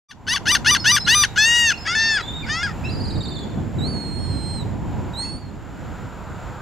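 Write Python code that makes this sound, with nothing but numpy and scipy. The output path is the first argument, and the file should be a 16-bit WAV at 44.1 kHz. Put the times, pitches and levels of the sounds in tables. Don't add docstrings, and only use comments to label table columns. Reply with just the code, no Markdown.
import sys
import numpy as np
from scipy import signal
from scipy.fft import rfft, irfft
from scipy.io import wavfile
from scipy.ndimage import uniform_filter1d

SR = 44100
rng = np.random.default_rng(int(sys.argv[2]) if len(sys.argv) > 2 else 0)


def transcribe(signal):
    frames = np.atleast_2d(signal).T
    limited = np.clip(frames, -1, 1)
    pcm = np.round(limited * 32767).astype(np.int16)
    wavfile.write(sys.argv[1], SR, pcm)


N = 291501
TIME = np.arange(N) / SR
BINS_HZ = np.maximum(np.arange(N // 2 + 1) * SR / N, 1)

# time in seconds, rumble level in dB, flutter level in dB.
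GUSTS = [(0.5, -32.5, -36.5), (0.95, -31.5, -40.5), (1.3, -35, -49), (1.8, -40.5, -43), (2.1, -45, -43),
         (2.35, -33.5, -40), (2.65, -32, -41.5), (3.2, -28, -30.5), (3.4, -33.5, -30.5), (3.68, -29, -33),
         (3.87, -26, -25.5), (4.03, -36.5, -32.5), (4.14, -27.5, -37), (4.4, -28.5, -35), (4.95, -28, -33),
         (5.2, -35, -37), (5.85, -37.5, -41), (6.6, -35.5, -47.5)]
# frequency in Hz,
# relative density in dB.
BOOM_EQ = [(20, -10), (35, -5), (55, -1), (90, -14)]
RUMBLE_EQ = [(20, -20), (35, -10.5), (60, -2), (95, 2), (150, -2.5), (220, -9.5), (400, -18.5)]
FLUTTER_EQ = [(130, -5), (200, -1), (300, -6), (450, -14), (700, -20), (1500, -30.5)]
# time in seconds, then wash, breaker and drone levels in dB.
SWELLS = [(.35, -43.5, -53, -39), (1.3, -42.5, -53, -52.5), (2.8, -40.5, -48, -48), (3.6, -45, -69, -56),
          (4.7, -44, -61, -44), (5.2, -45, -45.5, -41.5), (5.45, -48, -54, -57), (5.8, -43.5, -45.5, -52.5),
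          (6.6, -43.5, -40.5, -42.5)]
# frequency in Hz, relative density in dB.
WASH_EQ = [(300, -2.5), (550, -6.5), (700, -0.5), (900, -0.5), (1100, -8), (1600, -7), (2500, -12.5),
           (4000, -19.5), (6300, -26.5), (7300, -13.5), (8200, -35), (12000, -34), (15000, -36)]
BREAKER_EQ = [(500, 14.5), (900, 4), (1350, 14), (1650, 7.5), (2200, -37), (4000, -56), (8000, -44)]
DRONE_EQ = [(650, -14), (820, -8.5), (970, -5.5), (1150, -19)]
# voice onset, start of the held note and release in seconds; pitch at the
# foot of the climb, at its top and on the held note in Hz; climb level, held level and the change across
# each in dB; brightness in dB per octave, roughness from 0 to 1, alternate-pulse depth in dB.
TERN_CALLS = [(0.021, 0.07, 0.11, 827.4, 1019, 1210, -11, -18.5, 5, -0.5, 0.14, -12),
              (0.287, 0.34, 0.36, 857.6, 1025, 1191, -13, -16, 1.5, 0.5, 0.1, 5),
              (0.476, 0.519, 0.55, 818, 1028, 1210, -13.5, -15.5, 0, 1, 0.03, -7),
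              (0.667, 0.712, 0.749, 827, 1015, 1207, -12.5, -15, -0.5, 0.5, 0.07, -12),
              (0.862, 0.918, 0.964, 833, 1013, 1203, -13, -15.5, -0.5, 1, 0.07, -19),
              (1.084, 1.148, 1.236, 830, 1008, 1212, -13, -15, 0, 1, 0.1, -31),
              (1.379, 1.456, 1.704, 832, 901.7, 951.7, -13.5, -15.5, -1, -1.3, 0, -15),
              (1.877, 1.951, 2.173, 649.3, 744.6, 902, -22, -18.5, -1.5, -1.4, 0.2, -33),
              (2.495, 2.63, 2.665, 585, 721, 841, -25, -22, -5, -3, 0.02, -3)]
# centre in Hz, width in Hz, relative level in dB.
QUICK_THROAT = [(1139, 195, -3.5), (1550, 268, 4.5), (1822, 420, 0.5), (2910, 476, 0.5), (3375, 264, -1.5),
                (3890, 270, -4), (4444, 300, -0.5), (4787, 76, -5), (5240, 300, -1.5), (6110, 370, -0.5),
                (6490, 510, -14.5), (7500, 270, -17.5), (8080, 370, -18.5), (9600, 790, -17.5),
                (11050, 450, -22.5), (12060, 2000, -30.5), (14000, 840, -34)]
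LONG_THROAT = [(1548, 250, 6.5), (1881, 360, 0), (2856, 397, 0.5), (3444, 270, -3), (3880, 280, -7.5),
               (4420, 300, -0.5), (5160, 305, -3), (6163, 330, 1), (6570, 390, -10.5), (7530, 300, -12),
               (8300, 460, -19), (9530, 670, -25.5), (11130, 1300, -27.5), (14000, 1200, -37)]
RELAXED_THROAT = [(1418, 165, -3.5), (1685, 348, 0.5), (2143, 360, -6), (2790, 370, -9.5),
                  (3460, 400, -7.5), (4580, 310, -6.5), (4950, 270, -3), (5390, 310, -7),
                  (6270, 240, -11.5), (6860, 380, -15), (8440, 390, -21), (10206, 2300, -42.5)]
# frequency in Hz, left over right in dB.
TERN_PAN = [(1200, 1.5), (1900, 3), (2900, 4), (4500, 3), (6000, 1.7), (9500, 6.5), (13000, 0)]
# start and end in seconds, first and last pitch in Hz, level in dB.
PEEPS = [(0.766, 0.808, 4220, 4390, -30), (0.797, 1.043, 5160, 5130, -30.5),
         (1.006, 1.028, 4050, 4190, -34), (1.049, 1.071, 3956, 4180, -30),
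         (1.165, 1.235, 3986, 3700, -29.5), (1.729, 1.748, 2508, 2777, -28.5),
         (1.749, 1.779, 4042, 4440, -38.5), (1.778, 1.856, 5220, 5000, -38),
         (1.926, 2.158, 5050, 4564, -39), (1.99, 2.03, 4164, 4000, -34), (2.192, 2.234, 4150, 3860, -38.5),
         (2.231, 2.328, 3434, 3550, -33), (2.334, 2.424, 3670, 3590, -35),
         (2.425, 2.453, 2437, 2094, -32.5), (2.841, 2.884, 2530, 2690, -31),
         (2.851, 2.908, 3840, 4000, -41.5), (5.25, 5.274, 2580, 2680, -39)]
# time in seconds, pitch in Hz, level in dB, relative octave level in dB.
LONG_WHISTLE = [(3.785, 3895, -41, -17), (3.805, 3730, -39.5, -10), (3.847, 4070, -31, -26),
                (3.879, 4420, -33, -16), (3.909, 4540, -38, -15), (3.955, 4350, -35, -18),
                (4.123, 4226, -39, -13), (4.233, 4310, -38.5, -12.5), (4.355, 4150, -38.5, -10),
                (4.561, 4192, -36.5, -6), (4.611, 3970, -39, -14), (4.635, 3712, -46, -22)]
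SHORT_WHISTLE = [(5.135, 3838, -42, -10), (5.149, 3780, -38.5, -27), (5.197, 4200, -27.5, -7.5),
                 (5.249, 4403, -31.5, -15), (5.363, 4397, -40, -9.5), (5.405, 4680, -57, -17),
                 (5.425, 4390, -51, -33), (5.5, 4189, -58, -17)]
# start and end in seconds, buzz rate as a share of the pitch, depth in dB.
BUZZES = [(3.866, 4.02, 0.54, -19), (4.187, 4.588, 0.24, -15.5), (5.212, 5.302, 0.54, -13.5),
          (5.217, 5.375, 0.23, -20)]


def undb(db):
    return 10 ** (np.asarray(db) / 20)


def curves(table):
    seconds, *columns = np.transpose(table)
    return [np.interp(TIME, seconds, column) for column in columns]


def smooth(x, seconds):
    width = max(int(seconds * SR), 1)
    return uniform_filter1d(uniform_filter1d(x, width), width)


def walk(rate):
    wander = smooth(rng.standard_normal(N)[(TIME * rate).astype(int)], 1 / rate)
    return wander / np.sqrt(np.mean(wander ** 2))


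def gate(start, end, edge_s):
    return np.clip(np.minimum(TIME - start, end - TIME) / edge_s + .5, 0, 1)


def pan(x, left_db):
    return x * undb(np.array([[left_db], [-left_db]]) / 2)


def noise(eq, side_db, mono_below_hz=55):
    hz, db = np.transpose(eq)
    octaves_outside = np.abs(np.log2(BINS_HZ / np.clip(BINS_HZ, hz[0], hz[-1])))
    gain = undb(np.interp(np.log(BINS_HZ), np.log(hz), db) - 18.7 * octaves_outside)
    mid, side = (rfft(rng.standard_normal(N)) * gain for _ in range(2))
    side = side * undb(side_db) * BINS_HZ / np.hypot(BINS_HZ, mono_below_hz)
    return irfft(mid + side * np.array([[1], [-1]]), N) / np.std(irfft(mid, N))


def wind():
    rumble_db, flutter_db = curves(GUSTS)
    eddies_db = 1.7 * walk(22.11)
    boom = noise(BOOM_EQ, side_db=-7) * undb(-45 + 0.37 * walk(11))
    rumble = noise(RUMBLE_EQ, side_db=-2.5) * undb(rumble_db + eddies_db + 0.44 * walk(11))
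    flutter = noise(FLUTTER_EQ, side_db=-5) * undb(flutter_db + eddies_db + 0.59 * walk(24.93))
    return pan(boom, left_db=-5) + pan(rumble, left_db=-3.5) + pan(flutter, left_db=-0.5)


def surf():
    wash_db, breaker_db, drone_db = curves(SWELLS)
    wash = noise(WASH_EQ, side_db=-11) * undb(wash_db + 0.82 * walk(9.9))
    breakers = noise(BREAKER_EQ, side_db=-37) * undb(breaker_db + 0.9 * walk(12))
    drone = noise(DRONE_EQ, side_db=-49) * undb(drone_db)
    return wash + breakers + drone


def tern_call(start, hold, release, low_hz, top_hz, held_hz,
              climb_db, held_db, change_db, bright, rough, doubling_db):
    u = np.linspace(0, 1, 24)

    def stage(begin, length, *controls):
        return np.column_stack(np.broadcast_arrays(begin + u * length, *controls))

    taut_hz, doubling_rise_db, droop_s = 831, 36, 0.018
    slack = (taut_hz / low_hz) ** 2.5
    ramp_db, even_db = change_db * (u - .5), doubling_db - doubling_rise_db
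    rasp_s, rasp_rough = 0.02 * np.sqrt(slack), 0.72
    rasp_hz = low_hz * (0.86 + 0.14 * u ** 4)
    rasp_db = climb_db - 14.5 * (1 - u) - 0.5 * u
    rasp = stage(start - rasp_s, rasp_s, rasp_hz, rasp_db, bright - 4, rasp_rough, even_db)
    climb = stage(start, hold - start, low_hz + (top_hz - low_hz) * u, climb_db + ramp_db,
                  bright, rough, even_db + doubling_rise_db * u)
    held_s = release - hold
    droop = np.exp((u - 1) * held_s / droop_s)
    arch = 1 - 3.3 * ((u - 0.45) * held_s) ** 2 - 0.05 * droop
    held = stage(hold, held_s, held_hz * arch, held_db + ramp_db,
                 bright + 0.73, rough / 2, doubling_db - doubling_rise_db * droop)
    fall_s, fall_rough, taut_end_hz = 0.024 * slack, 0.75 / slack ** 0.3, 676.7
    drop_hz = 0.54 * (held_hz - taut_end_hz) * slack ** 0.72
    fall_hz = taut_end_hz / slack ** 0.15 + drop_hz * (1 - u) ** 1.4
    fall_db = held_db + change_db / 2 - 3 * np.log2(slack) + 3.5 * (1 - u) - 9.5 * u
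    fall_bright = bright - 2.5 - 4.5 * np.log2(slack)
    fall = stage(release, fall_s, fall_hz, fall_db, fall_bright, fall_rough, even_db)
    return np.vstack([rasp, climb, held, fall])


def throat(x, modes, low_cut_hz=880):
    power = sum(undb(2 * db) / (1 + (2 * (BINS_HZ - hz) / width) ** 4) for hz, width, db in modes)
    gain = np.sqrt(power / (1 + (low_cut_hz / np.maximum(BINS_HZ, low_cut_hz / 2)) ** 8))
    cepstrum = irfft(np.log(gain), N)[:N // 2] * np.where(np.arange(N // 2) > 0, 2, 1)
    ringing = irfft(rfft(x) * np.exp(rfft(cepstrum, N)), N)
    return ringing / np.sqrt(smooth(ringing ** 2, .008) + 1e-9)


def tern(jitter=0.0345, wobble=0.00173, shimmer_db=5, dispersion=0.282, pivot_hz=2500, doubling_hz=4500,
         rasp_db=-4, breath_db=-26, long_cry_at_s=1.31, relaxed_at_s=1.8):
    calls = [tern_call(*row) for row in TERN_CALLS]
    hz, db, bright, rough, doubling_db = curves(np.vstack(calls))
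    sounding = sum(gate(call[0, 0], call[-1, 0], edge_s=0.0034) for call in calls)
    rough, bright = smooth(np.clip(rough, 0, 1), 0.0047), smooth(bright, 0.0082)
    phase = 2 * np.pi * np.cumsum(hz * (1 + jitter * rough * walk(900) + wobble * walk(120))) / SR
    doubling = undb(doubling_db) * (1 + 0.6 * walk(110)) * np.cos(phase / 2)
    pulses, drifts = np.zeros(N), [walk(35.15) for _ in range(5)]
    for k in range(1, 18):
        drift_db = 0.374 * k * drifts[k % len(drifts)]
        level = undb(bright * np.log2(k * hz / pivot_hz) + drift_db)
        throb = 1 + 2 * doubling / (1 + (doubling_hz / (k * hz)) ** 2)
        pulses += level * throb * np.cos(k * phase - dispersion * k ** 2)
    puffs = rng.standard_normal(N) * (1 + np.cos(phase)) ** 2
    source = np.array([pulses, puffs])
    quick, long_cry, relaxed = (throat(source, m) for m in (QUICK_THROAT, LONG_THROAT, RELAXED_THROAT))
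    tone, hiss = np.select([TIME < long_cry_at_s, TIME < relaxed_at_s], [quick, long_cry], relaxed)
    air = undb(rasp_db) * rough + undb(breath_db)
    voice = (tone + air * hiss) / np.sqrt(1 + air ** 2)
    return voice * undb(smooth(db, 0.0029) + shimmer_db * rough * np.tanh(walk(350))) * sounding


def scatter(x, t60, wet_db):
    t, predelay_s = TIME[:SR // 2], 0.005
    tail = rng.standard_normal((2, len(t))) * undb(-60 * t / t60) * (t > predelay_s)
    tail /= np.sqrt(np.sum(tail[0] ** 2))
    return x + undb(wet_db) * signal.fftconvolve(x, tail, axes=1)[:, :N]


def small_bird(hz, octave_db=-14, octave_top_hz=3850, quaver=0.0135, flicker_db=3.5):
    phase = 2 * np.pi * np.cumsum(hz * (1 + quaver * walk(300))) / SR
    octave = undb(octave_db) / (1 + (hz / octave_top_hz) ** 8)
    return (np.sin(phase) + octave * np.sin(2 * phase)) * undb(flicker_db * walk(120))


def peeps(arch_share=0.015):
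    out = np.zeros(N)
    for notes in (PEEPS[::2], PEEPS[1::2]):
        hz, envelope = np.zeros(N), np.zeros(N)
        for start, end, first_hz, last_hz, db in notes:
            opening = gate(start, end, edge_s=0.009)
            on = opening > 0
            u = (TIME[on] - start) / (end - start)
            hz[on] = (first_hz + (last_hz - first_hz) * u) * (1 + arch_share * np.sin(np.pi * u))
            envelope[on] = undb(db) * opening[on]
        out += small_bird(hz) * envelope
    return out


def trill(start_s=2.9, end_s=3.452, period_s=0.0526, arches=10, deepen_s=0.14):
    t = np.clip(TIME - start_s, 0, end_s - start_s)
    tiring = (t / (end_s - start_s)) ** 2.9
    crest_hz, low_hz = 4850 - 596 * tiring, 3810 - 428 * tiring
    swing = 2 * (np.minimum(t / period_s, arches) % 1) - 1
    dip_hz = 272 * np.exp(t / deepen_s) * np.abs(swing) ** 2.8
    hz = smooth(np.maximum(crest_hz - dip_hz, low_hz), 0.002)
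    lowness = (crest_hz - hz) / (crest_hz - low_hz)
    db = -38.5 + 3.5 * lowness - 5 * tiring ** 2
    tone = small_bird(hz, octave_db=-8, quaver=0.011, flicker_db=3)
    return tone * undb(db) * gate(start_s, end_s, edge_s=0.009)


def echo(x, delay_s, echo_db):
    return x + undb(echo_db) * np.interp(TIME - delay_s, TIME, x)


def whistle(contour, quaver=0.0041, third_db=-24, third_top_hz=3900, flicker_db=0.64):
    hz, db, octave_db = curves(contour)
    phase = 2 * np.pi * np.cumsum(smooth(hz, 0.008) * (1 + quaver * walk(200))) / SR
    third = undb(third_db) / (1 + (hz / third_top_hz) ** 20)
    tone = np.sin(phase) + undb(octave_db) * np.sin(2 * phase) + third * np.sin(3 * phase)
    slip = 1.4 * walk(180)
    buzz = sum(undb(depth_db) * gate(start, end, edge_s=0.015) * np.cos(share * phase + slip)
               for start, end, share, depth_db in BUZZES)
    envelope = undb(db + flicker_db * walk(80)) * gate(contour[0][0], contour[-1][0], edge_s=0.0044)
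    return np.sqrt(2) * tone * (1 + buzz) * envelope


def scene():
    hz, left_db = np.transpose(TERN_PAN)
    balance = undb(np.interp(np.log(BINS_HZ), np.log(hz), left_db) * np.array([[.5], [-.5]]))
    calling = scatter(irfft(rfft(tern()) * balance, N), t60=0.21, wet_db=-19.5)
    whistles = pan(whistle(LONG_WHISTLE), left_db=-5.5) + pan(whistle(SHORT_WHISTLE), left_db=-4.5)
    peeping = scatter(pan(peeps(), left_db=-2.5), t60=0.4, wet_db=-4.5)
    echoed_trill = echo(trill(), delay_s=0.15, echo_db=-14.5)
    trilling = scatter(pan(echoed_trill, left_db=-3), t60=0.35, wet_db=-4.5)
    whistling = scatter(whistles, t60=0.46, wet_db=-13.5)
    return wind() + surf() + calling + peeping + trilling + whistling


def record(dry):
    fade_start_s, fade_s, top_hz = 0.085, 0.51, 15750
    fade = np.clip((TIME - fade_start_s) / fade_s, 0, 1)
    return signal.sosfilt(signal.ellip(10, .2, 80, top_hz, fs=SR, output="sos"), dry * fade)


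dry = scene()
out = record(dry)
transcribe(out)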